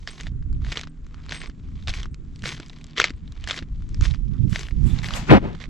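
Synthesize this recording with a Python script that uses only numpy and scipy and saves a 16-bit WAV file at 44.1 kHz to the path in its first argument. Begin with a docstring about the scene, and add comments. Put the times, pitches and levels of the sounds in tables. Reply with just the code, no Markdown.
"""Gravel walk, hand-held in the wind

Shoes crunch along a gravel trail: stones grind and crack as each foot rolls from heel to toe.
Wind buffets the two microphone ports of a small hand-held camera, over a far engine drone,
and a metal fitting tinkles now and then. Near the end clothing swishes, then a hand rubs
the case and scrapes across the left port, overloading it."""
import sys
import numpy as np
from scipy import signal
from scipy.fft import rfft, irfft, next_fast_len
from scipy.io import wavfile
from scipy.ndimage import uniform_filter1d

SR = 44100
rng = np.random.default_rng(int(sys.argv[2]) if len(sys.argv) > 2 else 0)


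def pcm_store(signal):
    """Save signal as 16-bit PCM."""
    levels = np.round(np.clip(np.atleast_2d(signal), -1, 1) * 32767)
    wavfile.write(sys.argv[1], SR, levels.astype(np.int16).T)


N = 250929


def amp(db):
    """Decibels to gain."""
    return 10 ** (np.asarray(db) / 20)


def unit_rms(x):
    """Scales to rms 1."""
    return x / np.sqrt(np.mean(x ** 2) + 1e-20)


def wander(samples, shape=N):
    """Smooth random modulation at rms 1; more samples make it slower."""
    return unit_rms(uniform_filter1d(uniform_filter1d(rng.standard_normal(shape), samples), samples))


def automation(rows):
    """One curve for each column after the time; the first, a level, is silent outside the rows."""
    time_s, level_db, *others = np.transpose(rows)
    t = np.arange(N) / SR
    fader_db = uniform_filter1d(np.interp(t, time_s, level_db, left=-120, right=-120), size=90)
    return [fader_db] + [np.interp(t, time_s, column) for column in others]


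def eq(x, points, phase_rad=0):
    """Shapes x with a curve of (freq_hz, gain_db) points and an optional phase shift."""
    size = next_fast_len(N)
    freq_hz, gain_db = np.transpose(points)
    bins_hz = np.fft.rfftfreq(size, 1 / SR)
    gain = amp(np.interp(np.log(bins_hz + 1), np.log(freq_hz + 1), gain_db))
    return irfft(rfft(x, size) * gain * np.exp(1j * phase_rad), size)[..., :N]


def band(x, lo_hz, hi_hz):
    """Gentle band-pass."""
    return signal.sosfilt(signal.butter(2, [lo_hz, hi_hz], "bandpass", fs=SR, output="sos"), x)


def resonate(x, hz, width_hz):
    """Two resonators in series, whose pitch may glide; comes out at rms 1."""
    carrier = np.exp(2j * np.pi * np.cumsum(hz * np.ones(N)) / SR)
    pole = np.exp(-np.pi * width_hz / SR)
    for _ in range(2):
        x = 2 * (carrier * signal.lfilter([1 - pole], [1, -pole], x / carrier)).real
    return unit_rms(x)


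def ring(hz, t60_s, rise_s):
    """A damped ring with a soft attack, peak near 1."""
    t = np.arange(900) / SR
    envelope = (1 - np.exp(-t / rise_s)) * amp(-60 * t / t60_s)
    return envelope / envelope.max() * np.sin(2 * np.pi * hz * t)


def struck(hits, t60_s, rise_s):
    """One ring for each (start_s, level_db, pitch_hz), faded out within 20 ms."""
    out = np.zeros(N)
    fade = np.cos(np.linspace(0, np.pi / 2, 900)) ** 2
    for start_s, level_db, hz in hits:
        out[round(start_s * SR):][:900] += amp(level_db) * ring(hz, t60_s, rise_s) * fade
    return out


def pan(pan_db):
    """Left and right gains, pan_db apart; positive leans left."""
    return amp(np.array([[.5], [-.5]]) * pan_db)


def spread(x, width):
    """Nearly mono: a short scatter is added at one port and subtracted at the other."""
    scatter = rng.standard_normal(200) * np.exp(-np.arange(200) / 25)
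    side = width * signal.oaconvolve(x, scatter / np.linalg.norm(scatter))[:N]
    return np.array([x + side, x - side])


def air(level_db=-52):
    """A quiet, wide bed of open air."""
    # tone of the open air: freq_hz, gain_db
    air_eq = [(35, -24), (60, 6), (102, -9), (163, -3), (290, -9), (395, -16), (643, -28), (858, -31),
              (1400, -27.5), (5280, -44), (7530, -38), (10000, -78), (12000, -94.5), (15600, -110),
              (22000, -120)]
    a, b = eq(rng.standard_normal((2, N)), air_eq)
    return amp(level_db) * unit_rms(np.array([a + 0.3 * b, a - 0.37 * b]))


def drone():
    """A far engine: low tones that waver together in pitch and level."""
    # engine tones: pitch_hz, waver_hz, level_db
    tones = [(151.8, 3.16, -48.5), (233.7, 4, -56), (270, 6.9, -57.5)]
    waver = wander(4000)
    return sum(amp(db + 2.8 * waver) * np.sin(2 * np.pi * np.cumsum(hz + waver_hz * waver) / SR)
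               for hz, waver_hz, db in tones)


def wind(lumpy_db=3.0, gusty_db=2.0, sway_db=-43.5):
    """Eddies push each port's membrane: lumpy rumble and flutter, over the deep sway of the held case."""
    # wind on the ports: time_s, level_db, flutter_over_rumble_db, pan_db
    breeze = [(0, -39, -13, 1), (.17, -53, -2, -5), (.28, -24.5, -18, -0.5), (.62, -25.5, -15.5, -1.5),
              (.78, -37.5, -6.5, 0), (.94, -46, -8, -1), (1.05, -35.5, -21.5, 0), (1.58, -45.5, -1.5, -1),
              (1.67, -29.5, -17, -0.5), (1.93, -27, -18.5, -1), (2.13, -37.5, -7, -4.5),
              (2.4, -36.5, -5, 1), (2.7, -50.5, 1, -1.5), (3.1, -40.5, -6, -2), (3.47, -36.5, -14, -3.5),
              (3.63, -46, 6, -3.5), (3.72, -31.5, -17.5, 0.5), (3.96, -22.5, -13.5, 7.5),
              (4.03, -15.5, -23, -14.5), (4.17, -29, -9, -9.5), (4.35, -29.5, -5.5, -11),
              (4.45, -22, -1, -18.5), (4.63, -34, -10, -3), (4.86, -18, -3.5, -19), (5.0, -29, -7.5, -6.5),
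              (5.25, -39.5, 6, -0.5), (5.52, -33.5, 0, 7), (5.63, -50, -1, -4.5), (5.69, -40, -0.5, 1)]
    level_db, flutter_db, pan_db = automation(breeze)
    a, b = rng.standard_normal((2, N))
    coherence = 0.85 * np.exp(-abs(pan_db) / 14)  # a gust on one port leaves the other alone
    eddies = np.array([a, coherence * a + np.sqrt(1 - coherence ** 2) * b])
    lumps, gusts = wander(900), wander(3000, (2, N))
    rumble = eq(eddies, [(8, -23), (25, 5), (65, 0.5), (110, -11), (200, -31), (500, -140)])
    rumble = unit_rms(rumble) * unit_rms(amp(gusty_db * gusts)) * unit_rms(amp(lumpy_db * lumps))
    flutter = eq(eddies, [(60, -15), (115, -4.5), (200, -11), (330, -21.5), (500, -42.5), (1200, -140)])
    flutter = amp(flutter_db + 2.5 * lumps) * unit_rms(flutter)
    sway = eq(eddies[:, ::-1], [(8, -22), (22, 3.5), (36, -6.5), (60, -33), (200, -140)])
    ratio = amp(pan_db)
    balance = np.array([ratio, np.ones(N)]) * np.sqrt(2 / (1 + ratio ** 2))  # constant power
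    return amp(sway_db) * unit_rms(sway) + amp(level_db) * balance * (rumble + flutter)


def wind_thumps():
    """Sudden pushes on the right port's membrane, each with a dip before and after it."""
    # wind buffets: cue_s, relative_db, length_s
    buffets = [(4.019, -2.5, 0.0075), (4.042, -30, 0.0055), (4.111, -10, 0.0052), (4.127, -11.5, 0.008),
               (4.232, -14, 0.0105), (4.27, -15, 0.011), (4.319, -16, 0.0037), (4.396, -14, 0.0062),
               (4.407, -25, 0.0071), (4.437, -14, 0.0058), (4.523, -9, 0.0038), (4.723, -15, 0.0069),
               (4.852, -15.5, 0.019), (4.961, -20, 0.0084), (4.992, -17.5, 0.0039), (5.131, -21.5, 0.01)]
    out, t = np.zeros((2, N)), np.arange(-3000, 3000) / SR
    for cue_s, db, length_s in buffets:
        u = 2 * t / length_s
        centre = round((cue_s + .004) * SR)
        out[1, centre - 3000:centre + 3000] += amp(db + 2.5) * (1 - u ** 2) * np.exp(-u ** 2 / 2)
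    return out


def tinkle(pitch_hz=8420):
    """A small metal fitting chatters: quick ticks into one high mode."""
    # ticks of the fitting: start_s, level_db
    ticks = [(0.1083, -41.5), (0.8948, -59), (1.3364, -46), (1.3464, -41), (1.36, -42), (1.3734, -43),
             (1.389, -42.5), (1.404, -49), (1.414, -45), (1.4386, -65), (1.4676, -55), (1.4854, -59),
             (2.1111, -65), (2.1294, -69), (3.1627, -65.5)]
    return struck([(start_s, db, pitch_hz) for start_s, db in ticks], t60_s=0.059, rise_s=0.00061)


def rustle():
    """Clothing swishes, then a hand rubs the case: a midrange body and a bright hiss, wide in stereo."""
    # clothing swish and hand rub: time_s, relative_db, pan_db, swish_over_body_db
    slide = [(4.485, -78, 3, -5), (4.5, -59.5, 3, 3.5), (4.7, -63, -1, -3), (4.72, -75, 0, -5),
             (4.77, -73, -12, -20.5), (4.87, -48.5, 3, -4), (4.95, -48.5, 5, -14), (4.996, -43, 4, -34),
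             (5.02, -59, -1, -8), (5.035, -44.5, 4, -9), (5.08, -48, 3, -6), (5.115, -43.5, 2, -21),
             (5.164, -30, 7, -11), (5.23, -44, 13, -24), (5.26, -48, 9, -26), (5.29, -40, 22, -29)]
    # tone of the rustle's body: freq_hz, gain_db
    body_eq = [(290, -27.5), (500, 2.5), (2180, -5.5), (2450, -5), (4380, -11), (7290, -12), (8000, -25),
               (10400, -49), (17600, -120)]
    level_db, pan_db, swish_db = automation(slide)
    a, b = rng.standard_normal((2, N))
    body = band(eq(np.array([a, .5 * a + 1.9 * b]), body_eq), 570, 8800)
    hiss = rng.standard_normal((2, N))
    swish = eq(hiss, [(5000, -23), (7500, 5.5), (10000, -7.5), (13000, -8.5), (15500, -31)])
    return amp(level_db + 0.5) * pan(pan_db) * (unit_rms(body) + amp(swish_db) * unit_rms(swish))


def squeak():
    """A faint, fuzzy whistle of skin on the smooth case."""
    # skin squeak: time_s, level_db, pitch_hz
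    glide = [(4.87, -68, 3570), (4.91, -48, 3500), (4.97, -64, 3580), (4.985, -54, 3620), (5.03, -65, 3500)]
    level_db, pitch_hz = automation(glide)
    return amp(level_db) * resonate(rng.standard_normal(N), pitch_hz, width_hz=330)


def scrape(judder_db=1.0, ceiling=0.89):
    """The hand drags across the left port: a rough, low blast that bottoms out the membrane."""
    # two strokes of the hand, each with rows of: time_s, drive_db, brightness_db
    strokes = [
        [(5.27, -49.5, 17), (5.314, -1, -14.5), (5.376, -12, -15.5), (5.4, -47.5, -12)],
        [(5.41, -46.5, -13), (5.444, -28.5, -16), (5.546, -44, -13.5), (5.56, -46, -14)],
    ]
    # tone of the scraped port: freq_hz, gain_db
    port_eq = [(20, -13), (50, -0.5), (110, 3), (220, 0), (350, -1), (500, -7), (1000, -7.5), (2600, -20.5),
               (5000, -39.5), (12000, -65.5)]
    drive_db, bright_db = automation(strokes[0] + strokes[1])
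    judder = unit_rms(uniform_filter1d(rng.standard_normal(N), 150))
    friction = eq(rng.standard_normal(N) * amp(judder_db * judder), port_eq)
    blast = unit_rms(band(friction, 13, 1330))
    rasp = amp(np.minimum(bright_db, -8) + 6.5) * unit_rms(band(friction, 984, 11000))
    left = ceiling * np.tanh(amp(drive_db + 5) * (blast + rasp) / ceiling)
    # the right port hears it a quarter cycle ahead, without deep bass or treble
    right = eq(left, [(90, -41.5), (150, -0.5), (900, 2.5), (2500, -5.5), (8000, -14)], np.pi / 2)
    return np.array([left, right])


def scuffs():
    """The swinging sole grazes the ground: a soft, grainy brush of rubber over sand."""
    # brushes of the sole: middle_s, length_s, level_db
    brushes = [(1.2, .16, -61.5), (2.359, 0.07, -76), (3.39, 0.063, -67), (4.354, 0.075, -60.5)]
    t = np.arange(N) / SR
    grains = rng.standard_normal(N) * rng.exponential(1, N)
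    swells = sum(amp(db) * np.exp(-(2 * (t - middle_s) / length_s) ** 2)
                 for middle_s, length_s, db in brushes)
    return swells * resonate(grains, hz=1250, width_hz=800)


def soles():
    """The dull knock of rubber on packed ground."""
    # sole impacts: start_s, level_db, pitch_hz
    knocks = [(0.268, -34.5, 213), (0.771, -36.5, 229), (1.494, -30.5, 244), (2.056, -34, 241),
              (2.598, -30, 295), (2.998, -19.5, 435), (3.105, -26.5, 258), (3.473, -48, 202),
              (3.623, -25.5, 214), (4.01, -26, 256)]
    return struck(knocks, t60_s=0.025, rise_s=0.0014)


def foot_load():
    """Weight rolls from heel to toe, then stones trickle: the gravel's level, grit and pan curves in dB."""
    # footsteps: land_s, heel_s, heel_db, dip_db, ball_s, ball_db, toe_s, toe_db,
    # trickle_before_db, trickle_after_db, grit_db, pan_db
    steps = [(0.058, 0.082, -43.5, -52, .21, -47.5, .28, -52.5, -57.5, -83.5, -8.5, -0.5),
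             (0.638, 0.724, -35.5, -45, 0.769, -34, 0.84, -49, -62, -76.5, -14.5, -0.5),
             (1.285, 1.338, -32.5, -45.5, 1.415, -41, 1.48, -52, -54.5, -67.5, -15.5, 0),
             (1.87, 1.893, -29, -49, 1.943, -35, 2.05, -50, -55.5, -83, -11, -0.5),
             (2.427, 2.48, -27.5, -37.5, 2.525, -36.5, 2.603, -54, -57, -56, -9.5, -0.5),
             (2.958, 3.012, -17.5, -37, 3.048, -23.5, 3.093, -42, -58, -66, -27.5, 0.5),
             (3.467, 3.494, -29.5, -39, 3.57, -31.5, 3.605, -48, -54, -70, -14, 0.5),
             (4.003, 4.052, -33.5, -45.5, 4.11, -47.5, 4.155, -53.5, -57, -69.5, -8.5, 0.5),
             (4.498, 4.556, -35.5, -42, 4.605, -37.5, 4.67, -52, -60, -63.5, -8.5, 2.5),
             (5.019, 5.035, -35.5, -39, 5.06, -38, 5.335, -57, -46, -53.5, -17, 2),
             (5.586, 5.629, -40.5, -48, 5.59, -45, 5.675, -63, -52.5, -64, -19.5, -9.5)]
    points = []
    for (land_s, heel_s, heel_db, dip_db, ball_s, ball_db, toe_s, toe_db,
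         before_db, after_db, grit_db, pan_db) in steps:
        roll = [(land_s, before_db, grit_db),
                (land_s + .008, heel_db - 14, grit_db),  # first touch
                (heel_s, heel_db, grit_db),
                (ball_s - .35 * (ball_s - heel_s), dip_db, grit_db),  # the weight shifts
                (ball_s, ball_db, grit_db),
                (toe_s, toe_db, grit_db - 4.5),  # the crunch darkens toward the toe
                (toe_s + .05, after_db, grit_db)]  # the stones settle
        points += [(*point, pan_db) for point in roll]
    opening = (0.00092, *points[0][1:])
    return automation(sorted([opening] + points))


def cracks(snap_db=-5, crumbs_db=-13):
    """Single stones crack: a ring, a dry snap, a sharp edge, a low knock, and crumbs that follow."""
    # cracking stones: start_s, level_db, pitch_hz, edge_over_ring_db
    stones = [(0.0744, -16, 1740, -21), (0.0886, -27, 4470, -20), (0.2088, -25.5, 1950, 0.5),
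              (0.2334, -32, 2380, -7), (0.2684, -22.5, 1910, -20), (0.4252, -41.5, 1550, -24),
              (0.528, -43.5, 1340, -2), (0.619, -38, 1220, -15), (0.6472, -28, 1680, -24),
              (0.6667, -29, 1880, -17), (0.7209, -17, 2280, -22), (0.7252, -20.5, 3280, -9),
              (0.7564, -27, 2130, -27), (0.7719, -9.5, 3090, -17), (0.794, -22.5, 2360, -5),
              (0.8122, -22, 3510, -7), (0.834, -25.5, 1590, -28), (0.8719, -29, 1390, -28),
              (1.0657, -42, 1450, -3), (1.1436, -32.5, 1280, -11), (1.263, -35, 1230, -7),
              (1.2932, -23, 4220, -16), (1.3218, -14.5, 1840, -28), (1.4164, -24.5, 1950, -28),
              (1.4589, -26.5, 2170, -32), (1.4975, -35, 1690, -29), (1.6867, -45, 1220, -21),
              (1.8254, -40, 3750, -25), (1.8737, -18.5, 3660, -17), (1.8816, -14.5, 2070, -28),
              (1.8937, -19, 3900, -11), (1.938, -19.5, 2340, -25), (1.954, -28, 1900, -17),
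              (2.0309, -24, 3290, -6.5), (2.0562, -28, 1250, -24), (2.1438, -37, 2530, 3),
              (2.3594, -37.5, 4530, -4), (2.392, -44, 4340, 3), (2.4215, -33.5, 3000, 0),
              (2.4388, -19.5, 1700, -15), (2.4563, -10.5, 2210, -31), (2.58, -37, 1420, -23),
              (2.5998, -23, 1550, -10), (2.6614, -35.5, 4840, -6), (2.6832, -44, 2280, 4),
              (2.6966, -32, 3850, -8), (2.7317, -39, 2100, -13), (2.7616, -43, 4520, -8),
              (2.786, -40, 3200, 0), (2.812, -38, 2583, -4), (2.8419, -33.5, 3750, 1.5),
              (2.867, -44, 3430, 4), (2.909, -38, 4630, -6), (2.9648, -30.5, 1940, -17.5),
              (2.9746, -16.5, 1730, -21), (2.9806, -8.5, 3350, -22.5), (3, 0.5, 1470, -26),
              (3.0164, -6, 2340, -28), (3.0414, -1, 2190, -27.5), (3.0949, -30.5, 3680, -22),
              (3.1044, -23.5, 1950, -13), (3.2773, -35, 3830, -22), (3.322, -38.5, 3940, 3),
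              (3.3639, -43, 1220, -18), (3.4097, -43, 4220, -1), (3.4403, -23.5, 2950, -8),
              (3.4743, -18.5, 1650, -7), (3.487, -18, 2980, -4.5), (3.5091, -7, 3400, -32),
              (3.5419, -22.5, 2000, -13), (3.5893, -20, 3820, -34), (3.625, -29.5, 1670, -19),
              (3.8058, -46, 1210, -15.5), (3.8216, -42.5, 1407, -5), (3.8908, -41.5, 1280, 3.5),
              (3.9447, -31.5, 5480, -2), (4.01, -23, 1370, -2), (4.0533, -17.5, 1820, -18.5),
              (4.11, -26, 3850, -24), (4.1387, -31.5, 2260, -26), (4.146, -27.5, 1260, -20),
              (4.4957, -42.5, 1750, 6), (4.5305, -26.5, 1750, -8), (4.5588, -10.5, 1966, -32),
              (4.593, -31, 1990, 7), (4.6682, -29.5, 2970, -20), (4.6852, -27.5, 1700, -22),
              (4.7091, -30, 2070, -25), (4.9884, -23.5, 4200, -32), (5.0312, -25, 1800, -12),
              (5.044, -22, 1900, -20), (5.0858, -17.5, 1800, -27), (5.107, -18.5, 1230, -32),
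              (5.1375, -16, 3180, -22), (5.5496, -32.5, 1190, -29), (5.6018, -34, 1620, -20),
              (5.6176, -32, 1940, -25), (5.6397, -26.5, 2320, -29), (5.656, -35, 2060, -15)]
    out, t = np.zeros(N + 900), np.arange(900) / SR
    burst = (t / .0003) ** 2 * np.exp(-t / 0.00035)  # the break lasts about a millisecond
    crumble = amp(-60 * t / 0.051) * np.minimum(t / 0.00077, 1)
    fade = np.minimum(4 - 4 * t / t[-1], 1)
    for start_s, level_db, hz, edge_db in stones:
        snap_noise, edge_noise, crumb_noise = rng.random((3, 900)) - .5
        snap = band(band(burst * snap_noise, 1100, 5200), 900, 5600)
        edge = band(burst * edge_noise, 3700, 10500)
        crumbs = band(crumble * crumb_noise ** 3, 1100, 4300)
        knock_hz, knock_db = 560 + 300 * crumb_noise[0], -22 + 9.5 * crumb_noise[1]
        crack = ring(hz, t60_s=0.0038, rise_s=0.00084) * (1 - np.exp(-t / 0.00053))
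        crack += amp(snap_db) * snap / abs(snap).max() + amp(edge_db) * edge / abs(edge).max()
        crack += amp(knock_db) * ring(knock_hz, t60_s=0.016, rise_s=0.0011)
        crack += amp(crumbs_db) * crumbs / abs(crumbs).max() * fade
        out[round(start_s * SR):][:900] += amp(level_db) * crack
    out = eq(out[:N], [(7500, 0), (10000, -20.5), (15000, -31.5)])  # the ports roll off the top
    return spread(out, width=0.13)


def grind(level_db, grit_db, uneven_db=3.0, clump_db=4.0, ring_cycles=3.6, sand_gain=0.76):
    """Many small stones knock together in clumps, each with its own short ring, over a hiss of sand."""
    # tone of the gravel: freq_hz, gain_db
    gravel_eq = [(180, -55.5), (300, -1.5), (550, -30), (943, -8.5), (1080, 3.5), (2280, 6.5), (2650, 2),
                 (3440, 4), (4320, -0.5), (7540, -7.5), (12100, -60), (15000, -67)]
    clumps = unit_rms(amp(clump_db * wander(220)))
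    knocks_per_s = 1200 * amp(.15 * (level_db + 40))  # more weight moves more stones
    strength = amp(uneven_db * np.minimum(rng.exponential(1, N), 4))
    hits = strength * (rng.random(N) < knocks_per_s / SR)
    stone, knocks = rng.integers(0, 24, N), np.zeros(N)
    for k, hz in enumerate(np.geomspace(600, 9000, num=24)):
        knock = ring(hz, t60_s=ring_cycles / hz, rise_s=0.087 / hz)
        knocks += signal.oaconvolve(hits * (stone == k), knock / np.linalg.norm(knock) * np.sqrt(hz))[:N]
    knocks = unit_rms(knocks / np.sqrt(knocks_per_s))  # density changes the texture, not the level
    gravel = knocks + sand_gain * rng.standard_normal(N)
    spray = 2.6 + uniform_filter1d(abs(gravel), 90)  # dust sprays with each knock
    grit = band(rng.standard_normal(N) * spray, 4100, 22000)
    grit = eq(grit, [(6000, 2), (8000, -7.5), (10000, -17), (15000, -36.5)])
    gravel = eq(gravel * clumps, gravel_eq)
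    low_db = -8 - .2 * (level_db + 35.5)  # the low stones' share shrinks under load
    crunch = unit_rms(band(gravel, 890, 6300)) + amp(low_db) * unit_rms(band(gravel, 410, 667))
    crunch += amp(grit_db - 0.0013 * (level_db + 47.5)) * unit_rms(grit)
    return amp(level_db) * spread(crunch, width=0.26)


def scene():
    """The walker, the outdoors, and the clothing and handling noise, mixed at the two ports."""
    level_db, grit_db, pan_db = foot_load()
    walker = pan(pan_db) * (grind(level_db, grit_db) + cracks()) + soles() + scuffs()
    outdoors = wind() + wind_thumps() + air() + drone()
    return walker + outdoors + tinkle() + rustle() + squeak() + scrape()


def record(dry, cutoff_hz=15700):
    """The converter clips at full scale, then a steep low-pass trims the top."""
    clipped = np.clip(dry, -1, 1)
    lowpass = signal.firwin(511, cutoff_hz, window=("kaiser", 9), fs=SR)
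    return np.clip(signal.oaconvolve(clipped, lowpass[None], "same"), -1, 1)


dry = scene()
out = record(dry)
pcm_store(out)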